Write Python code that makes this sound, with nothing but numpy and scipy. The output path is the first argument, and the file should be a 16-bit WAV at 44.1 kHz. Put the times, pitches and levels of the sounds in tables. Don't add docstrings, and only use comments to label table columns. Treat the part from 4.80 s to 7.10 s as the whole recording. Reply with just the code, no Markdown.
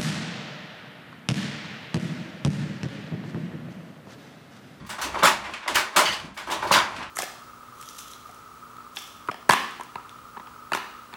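import sys
import numpy as np
from scipy import signal
from scipy.fft import rfft, irfft, next_fast_len
from scipy.io import wavfile
from scipy.ndimage import uniform_filter1d

SR = 44100
rng = np.random.default_rng(int(sys.argv[2]) if len(sys.argv) > 2 else 0)


def magnitude_from_level(level_db):
    exponent = np.asarray(level_db, float) / 20
    return 10 ** exponent


def output_pcm(signal):
    pcm = np.clip(np.atleast_2d(signal).T, -1, 1) * 32767
    wavfile.write(sys.argv[1], SR, np.round(pcm).astype(np.int16))


N = 101429
SPAN = 2 ** 15
HZ = np.fft.rfftfreq(SPAN, 1 / SR)
TIME_S = np.arange(N) / SR
WET_DB = 7
SMEAR_T60_S = 0.038


def along(points, hz):
    point_hz, value = np.transpose(points)
    return np.interp(np.log(hz + 1), np.log(point_hz + 1), value)


def causal(gain):
    cepstrum = irfft(np.log(gain + 1e-6))
    half = cepstrum.shape[-1] // 2
    folded = np.concatenate([cepstrum[..., :1], 2 * cepstrum[..., 1:half]], -1)
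    return np.exp(rfft(folded, 2 * half))


def peak(centre_hz, width_hz):
    damping = 1j * HZ * width_hz
    return damping / (centre_hz ** 2 - HZ ** 2 + damping + 1e-9)


def coloured(x, spectrum):
    size = 2 * next_fast_len(N // 2 + SR)
    gain = magnitude_from_level(along(spectrum, np.fft.rfftfreq(size, 1 / SR)))
    y = irfft(rfft(x, size) * causal(gain), size)[:N]
    return y / y.std()


def unit_energy(x):
    return x / np.linalg.norm(x, axis=1, keepdims=True)


# pitch_hz [Hz], t60_s [s to fall 60 dB]
ROOM_DECAY = [(100, 0.12), (400, 0.45), (1000, 0.38), (2500, 0.34), (6000, 0.29), (13000, 0.21)]


def paths(wet_db, chatter_s, smear_t60_s=SMEAR_T60_S):
    fills_s, rise_s, lumps_per_s, scatter_db = 0.0084, 0.003, 371, 4
    noise = rng.standard_normal((len(wet_db), SPAN // 2 + SPAN // 4))
    hz, t, bands = signal.stft(noise, SR, nperseg=256)
    decay = magnitude_from_level(-60 * t / along(ROOM_DECAY, hz)[:, None])
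    tail = signal.istft(bands * decay, SR, nperseg=256)[1]

    t = np.arange(tail.shape[1]) / SR
    hold_s = chatter_s[:, None]
    knots = rng.standard_normal((len(wet_db), 512))
    lumps_db = scatter_db * np.array([np.interp(t * lumps_per_s, np.arange(len(k)), k) for k in knots])
    fall_db = 60 * np.maximum(t - hold_s, 0) / smear_t60_s
    near = rng.standard_normal(tail.shape) * magnitude_from_level(lumps_db - fall_db) * np.minimum(t / rise_s, 1)
    room = tail * (1 - np.exp(-t / (fills_s + hold_s)))
    return rfft(unit_energy(near) + magnitude_from_level(WET_DB + wet_db)[:, None] * unit_energy(room), SPAN)


def strike(start_s, level_db, wet_db, body, clean=0, smear_t60_s=SMEAR_T60_S):
    lead_s = 0.002
    chatter_s = 0.014 * magnitude_from_level(0.6 * level_db)
    sound = irfft(body * (clean + paths(wet_db, chatter_s, smear_t60_s)), SPAN)
    loudest = np.sqrt(uniform_filter1d(sound ** 2, 512).max(1, keepdims=True))
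    out = np.zeros(N + SPAN)
    for s, db, x in zip(start_s, level_db, sound / loudest):
        first = max(round((s - lead_s) * SR), 0)
        out[first:][:SPAN] += magnitude_from_level(db) * x
    return out[:N]


def blows(rows, gain_db, contact_s, cycles):
    peak_s, level_db, pitch_hz = np.transpose(rows)[:, :, None]
    rise_s = contact_s + cycles / pitch_hz
    phase = 2 * np.pi * rng.random(peak_s.shape)
    u = np.clip((TIME_S - peak_s) / rise_s + 1, 0, 12)
    swell = (u * np.exp(1 - u)) ** 2
    ring = np.sin(2 * np.pi * pitch_hz * rise_s * u + phase)
    return (magnitude_from_level(level_db + gain_db) * swell * ring).sum(0)


# pitch_hz [Hz], level_db [dB]
AIR_COLOUR = [(120, -21), (200, -28), (967, -31), (1640, 26), (2520, -32), (3000, 15), (12000, -33),
              (15600, -63), (22000, -120)]


def room_tone():
    return magnitude_from_level(-62.5) * coloured(rng.standard_normal(N), AIR_COLOUR)


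# start_s [s], level_db [dB], pitch_hz [Hz]
TREADLE_THUDS = [(0.0, -35.5, 222), (0.247, -32.5, 306), (0.36, -32, 380), (0.428, -24, 190),
                 (0.68, -39, 238), (0.892, -32, 335), (0.956, -38, 303), (1.162, -25.5, 333),
                 (1.27, -42, 400), (1.435, -34.5, 209), (1.685, -33, 337), (1.722, -32.5, 335),
                 (1.831, -29.5, 352), (1.911, -25.5, 170), (2.169, -36.5, 252)]


def thuds():
    start_s, level_db, pitch_hz = np.transpose(TREADLE_THUDS)
    body = peak(pitch_hz[:, None], 0.6 * pitch_hz[:, None]) ** 2
    return strike(start_s, level_db - 6, 0 * start_s, body)


# time_s [s], level_db [dB]
ROCKING_LEVEL = [(0.0, -45.5), (0.17, -57), (0.31, -50.5), (0.7, -51.5), (0.86, -69.5), (0.94, -45.5),
                 (1.13, -66), (1.18, -70), (1.22, -69), (1.3, -47), (1.53, -53), (1.55, -61), (1.96, -43.5),
                 (2.12, -55), (2.15, -49), (2.3, -52)]
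# pitch_hz [Hz], level_db [dB]
ROCKING_COLOUR = [(12, -51), (20, -25), (58, -3), (135, -4.5), (178, -6.5), (200, 1.5), (260, -18),
                  (440, -120)]


def rocking():
    level_db = np.interp(TIME_S, *np.transpose(ROCKING_LEVEL)) + 1.5
    return coloured(rng.standard_normal(N), ROCKING_COLOUR) * magnitude_from_level(level_db)


# time_s [s], level_db [dB]
RUBBING_LEVEL = [(0, -37), (.08, -43), (.25, -30), (.33, -32), (.4, -23.5), (.62, -35), (.72, -32),
                 (.82, -44.5), (.99, -37), (1.12, -33), (1.3, -29), (1.42, -36), (1.54, -52.5), (1.64, -32),
                 (1.74, -55), (1.82, -29.5), (2.15, -31.5), (2.3, -48)]
# pitch_hz [Hz], level_db [dB]
RUBBING_COLOUR = [(120, -42), (200, -4), (370, -8), (1000, 2), (2200, -5), (3500, -10.5), (10000, -24.5),
                  (17000, -42)]


def slide():
    grains_per_s, grain_spread_db = 1100, 3
    luck = rng.random((2, N))
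    size = magnitude_from_level(-grain_spread_db * np.log(1 - luck[1]))
    grains = (luck[0] < grains_per_s / SR) * size * rng.standard_normal(N)
    level_db = np.interp(TIME_S, *np.transpose(RUBBING_LEVEL)) - 6.5 - WET_DB
    x = coloured(grains, RUBBING_COLOUR) * magnitude_from_level(level_db)
    before = 2 ** 13
    room = irfft(paths(np.array([-3]), np.zeros(1))[0])
    return signal.fftconvolve(np.r_[x[before:0:-1], x], room)[before:][:N]


# start_s [s], level_db [dB], room_share_db [dB], tilt_db [dB per octave]
BRIGHT_CRACKS = [(0.066, -39, -5, 3), (0.0928, -31.5, -1, 7.5), (0.1008, -25.5, -4, -3),
                 (0.1862, -33, -1, -3), (0.2159, -20.5, -1, 0), (0.2447, -24.5, -16, -4),
                 (0.388, -26.5, -21, -5), (0.4323, -11, 3, 0.5), (0.4546, -12, -3.5, 0),
                 (0.6389, -27, 8, -11), (0.7373, -20.5, -8, -10), (0.8236, -34, 11, -9.5),
                 (0.879, -17, -6.5, -5), (0.9458, -13.5, 6, -2.5), (0.956, -11.5, -7, 3),
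                 (1.1631, -8.5, -0.5, 0.5), (1.2558, -15, 1, -7.5), (1.3186, -21.5, 4, -4),
                 (1.3978, -30.5, -8, -4.5), (1.543, -46.5, 7, 8), (1.575, -27.5, -3, -1.5),
                 (1.6704, -35, 3, -1), (1.702, -22.5, 3, -2.5), (1.716, -20.5, -5.5, -1),
                 (1.827, -37.5, 9, 7), (1.8727, -28, -0.5, -2.5), (1.917, -10, 1, 0),
                 (1.9375, -9.5, -3, -5), (2.1641, -26, -4.5, -8.5), (2.228, -25.5, -7.5, -10.5)]
# pitch_hz [Hz], level_db [dB]
CRACK_COLOUR = [(100, -86), (700, -28), (1300, -8), (2800, -4), (5500, -7.5), (12000, -14), (17500, -23.5)]


def cracks():
    start_s, level_db, wet_db, tilt_db = np.transpose(BRIGHT_CRACKS)
    low_hz, high_hz, modes = 1800, 11000, 7
    modes_hz = low_hz * (high_hz / low_hz) ** rng.random((len(start_s), modes))
    rings = sum(np.abs(peak(c[:, None], 0.08 * c[:, None])) ** 2 for c in modes_hz.T)
    own = 1 + magnitude_from_level(-5) * rings
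    tilt = np.clip(tilt_db, -12, 4)[:, None] * np.log2(HZ / 4000 + 0.19)
    body = causal(own * magnitude_from_level(along(CRACK_COLOUR, HZ) + tilt))
    return strike(start_s + 0.0015, level_db - 10, wet_db, body, clean=0.38, smear_t60_s=0.033)


# start_s [s], level_db [dB], room_share_db [dB], pitch_hz [Hz]
HOLLOW_KNOCKS = [(0.092, -24, 11, 1290), (0.187, -20, -8.5, 1120), (0.215, -18.5, 6, 1250),
                 (0.247, -23.5, -11, 1090), (0.344, -18.5, -12, 940), (0.356, -16, -8.5, 1070),
                 (0.427, -4.5, -2, 1190), (0.455, -7.5, -5.5, 1770), (0.474, -7, -16, 1440),
                 (0.64, -42, -4, 999), (0.653, -27, -2, 1070), (0.822, -28.5, 5, 1470),
                 (0.863, -21.5, -5, 1120), (0.879, -15, -2, 1100), (0.955, -9.5, 0, 1470),
                 (1.154, -15, 5, 690), (1.166, -5.5, -3.5, 1260), (1.189, -16.5, -7, 1060),
                 (1.209, -19, -6, 960), (1.569, -23, 3, 1410), (1.674, -21, -4.5, 1030),
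                 (1.692, -19, 2, 1080), (1.719, -17.5, 2, 1040), (1.751, -28, -17, 1070),
                 (1.826, -16.5, -3.5, 1030), (1.852, -17.5, -13, 880), (1.910, -4.5, -6.5, 1110),
                 (1.939, -5, 3.5, 1320), (2.119, -28.5, 12, 980), (2.199, -24, 1, 1240)]
# pitch_hz [Hz], width_hz [Hz], level_db [dB]
TIMBER_RINGS = [(196, 5.7, 19.5), (606, 54, 4.5), (870, 36, -0.5), (970, 57, 0.5), (1234, 28, -18),
                (1499, 19, -2), (1690, 82, -16), (2265, 23, 7), (2820, 42, 4.5), (3594, 113, 12)]


def knocks():
    start_s, level_db, wet_db, pitch_hz = np.transpose(HOLLOW_KNOCKS)
    timber = 1 + magnitude_from_level(0.5) * sum(magnitude_from_level(db) * peak(hz, width) for hz, width, db in TIMBER_RINGS)
    bump = peak(pitch_hz[:, None], pitch_hz[:, None]) ** 2
    dull = (1 + 1j * HZ / 3000) ** 2
    belly = magnitude_from_level(-8) * peak(371, 138) ** 2
    return strike(start_s, level_db - 11.5, wet_db, bump * timber / dull + belly, clean=0.32)


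# peak_s [s], level_db [dB], pitch_hz [Hz]
FLOOR_BOOMS = [
    (.25, -44, 66),
    (.33, -40, 65.6),
    (.375, -42.5, 68),
    (.67, -54, 68),
    (.94, -44.5, 72),
    (1.18, -31.5, 186),
    (1.25, -40.5, 170),
    (1.45, -38.5, 158),
    (2.01, -56, 70),
    (2.17, -49, 65),
]


def booms():
    return blows(FLOOR_BOOMS, 0, 0, 2.17)


# peak_s [s], level_db [dB], pitch_hz [Hz]
BEATER_NOTES = [(0.346, -21.5, 1240), (.434, -17, 557), (.447, -14, 580), (.462, -20, 546),
                (.882, -19, 2010), (1.171, -19, 2190), (1.184, -17, 2280), (1.2, -14.5, 2100),
                (1.303, -26, 3000), (1.328, -22, 3320), (1.829, -19.5, 1480), (1.914, -15, 570),
                (1.94, -17, 586), (1.99, -15.5, 3740)]
# peak_s [s], level_db [dB], pitch_hz [Hz]
REBOUND_BLOWS = [(0.3741, -19.5, 910), (0.4299, -13, 1240), (0.4407, -8, 1220), (0.4477, -22, 1290),
                 (0.4509, -21, 3400), (0.4575, -5, 1370), (0.4608, -23, 2800), (0.469, -27, 3060),
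                 (0.4743, -12, 1280), (0.4792, -14, 2450), (0.4834, -12, 1180), (0.4887, -23, 1080),
                 (0.4969, -27, 1460), (0.5064, -30, 1180), (0.9615, -12.5, 3030), (0.9633, -24, 1450),
                 (0.9706, -18, 3110), (0.9719, -14, 1686), (0.9792, -18, 1600), (0.9856, -22, 1170),
                 (0.9971, -21, 1600), (1.1631, -17, 1280), (1.1679, -19, 3180), (1.1728, -11, 1160),
                 (1.1789, -19, 1300), (1.1861, -24, 3020), (1.193, -11, 1340), (1.2007, -14, 990),
                 (1.21, -13, 1060), (1.2215, -13, 1050), (1.2311, -21, 1310), (1.2406, -21, 1400),
                 (1.2553, -19, 1060), (1.2654, -17, 3180), (1.2832, -21, 3010), (1.2897, -18.5, 2900),
                 (1.7299, -30, 1020), (1.8315, -22, 1000), (1.8531, -19.5, 940), (1.8618, -20, 910),
                 (1.913, -15, 1160), (1.9198, -19, 1110), (1.9259, -13, 1270), (1.9281, -11.5, 2720),
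                 (1.9419, -22, 2710), (1.9422, -32, 1370), (1.9473, -14, 3600), (1.9483, -30, 1250),
                 (1.958, -27, 3130), (1.961, -11, 1025), (1.9667, -27, 3000), (1.9687, -20, 1290),
                 (1.9881, -28, 3080), (1.9904, -26, 1230), (2.0002, -28, 1120), (2.003, -17, 3180),
                 (2.0086, -27, 1070), (2.0161, -20, 1230)]


def rebounds():
    return blows(REBOUND_BLOWS + BEATER_NOTES, -2, 0.0012, 1.3)


# start_s [s], level_db [dB]
TIP_HITS = [
    (1.256, -15.5),
    (1.284, -22.5),
]
# pitch_hz [Hz], level_db [dB], t60_s [s to fall 60 dB]
TIP_STEEL = [(2964, 9, 0.04), (3030, -6, 0.062), (4500, 3, 0.027), (6120, -4, 0.02)]


def tip():
    start_s, level_db = np.transpose(TIP_HITS)
    body = sum(magnitude_from_level(db) * peak(hz, np.log(1000) / np.pi / t60_s) for hz, db, t60_s in TIP_STEEL)
    return strike(start_s, level_db - 10.5, 0 * start_s - 5, body)


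def scene():
    low = thuds() + rocking() + booms()
    wood = slide() + cracks() + knocks() + rebounds()
    return (room_tone() + low + wood + tip())[None]


def band_limit(x):
    return signal.sosfilt(signal.butter(12, 18010, fs=SR, output="sos"), x)


def record(dry):
    heard = np.fft.rfftfreq(2 * N, 1 / SR) < 17350
    limited = irfft(rfft(dry, 2 * N) * heard)[:, :N]
    return band_limit(limited)


dry = scene()
out = record(dry)
output_pcm(out)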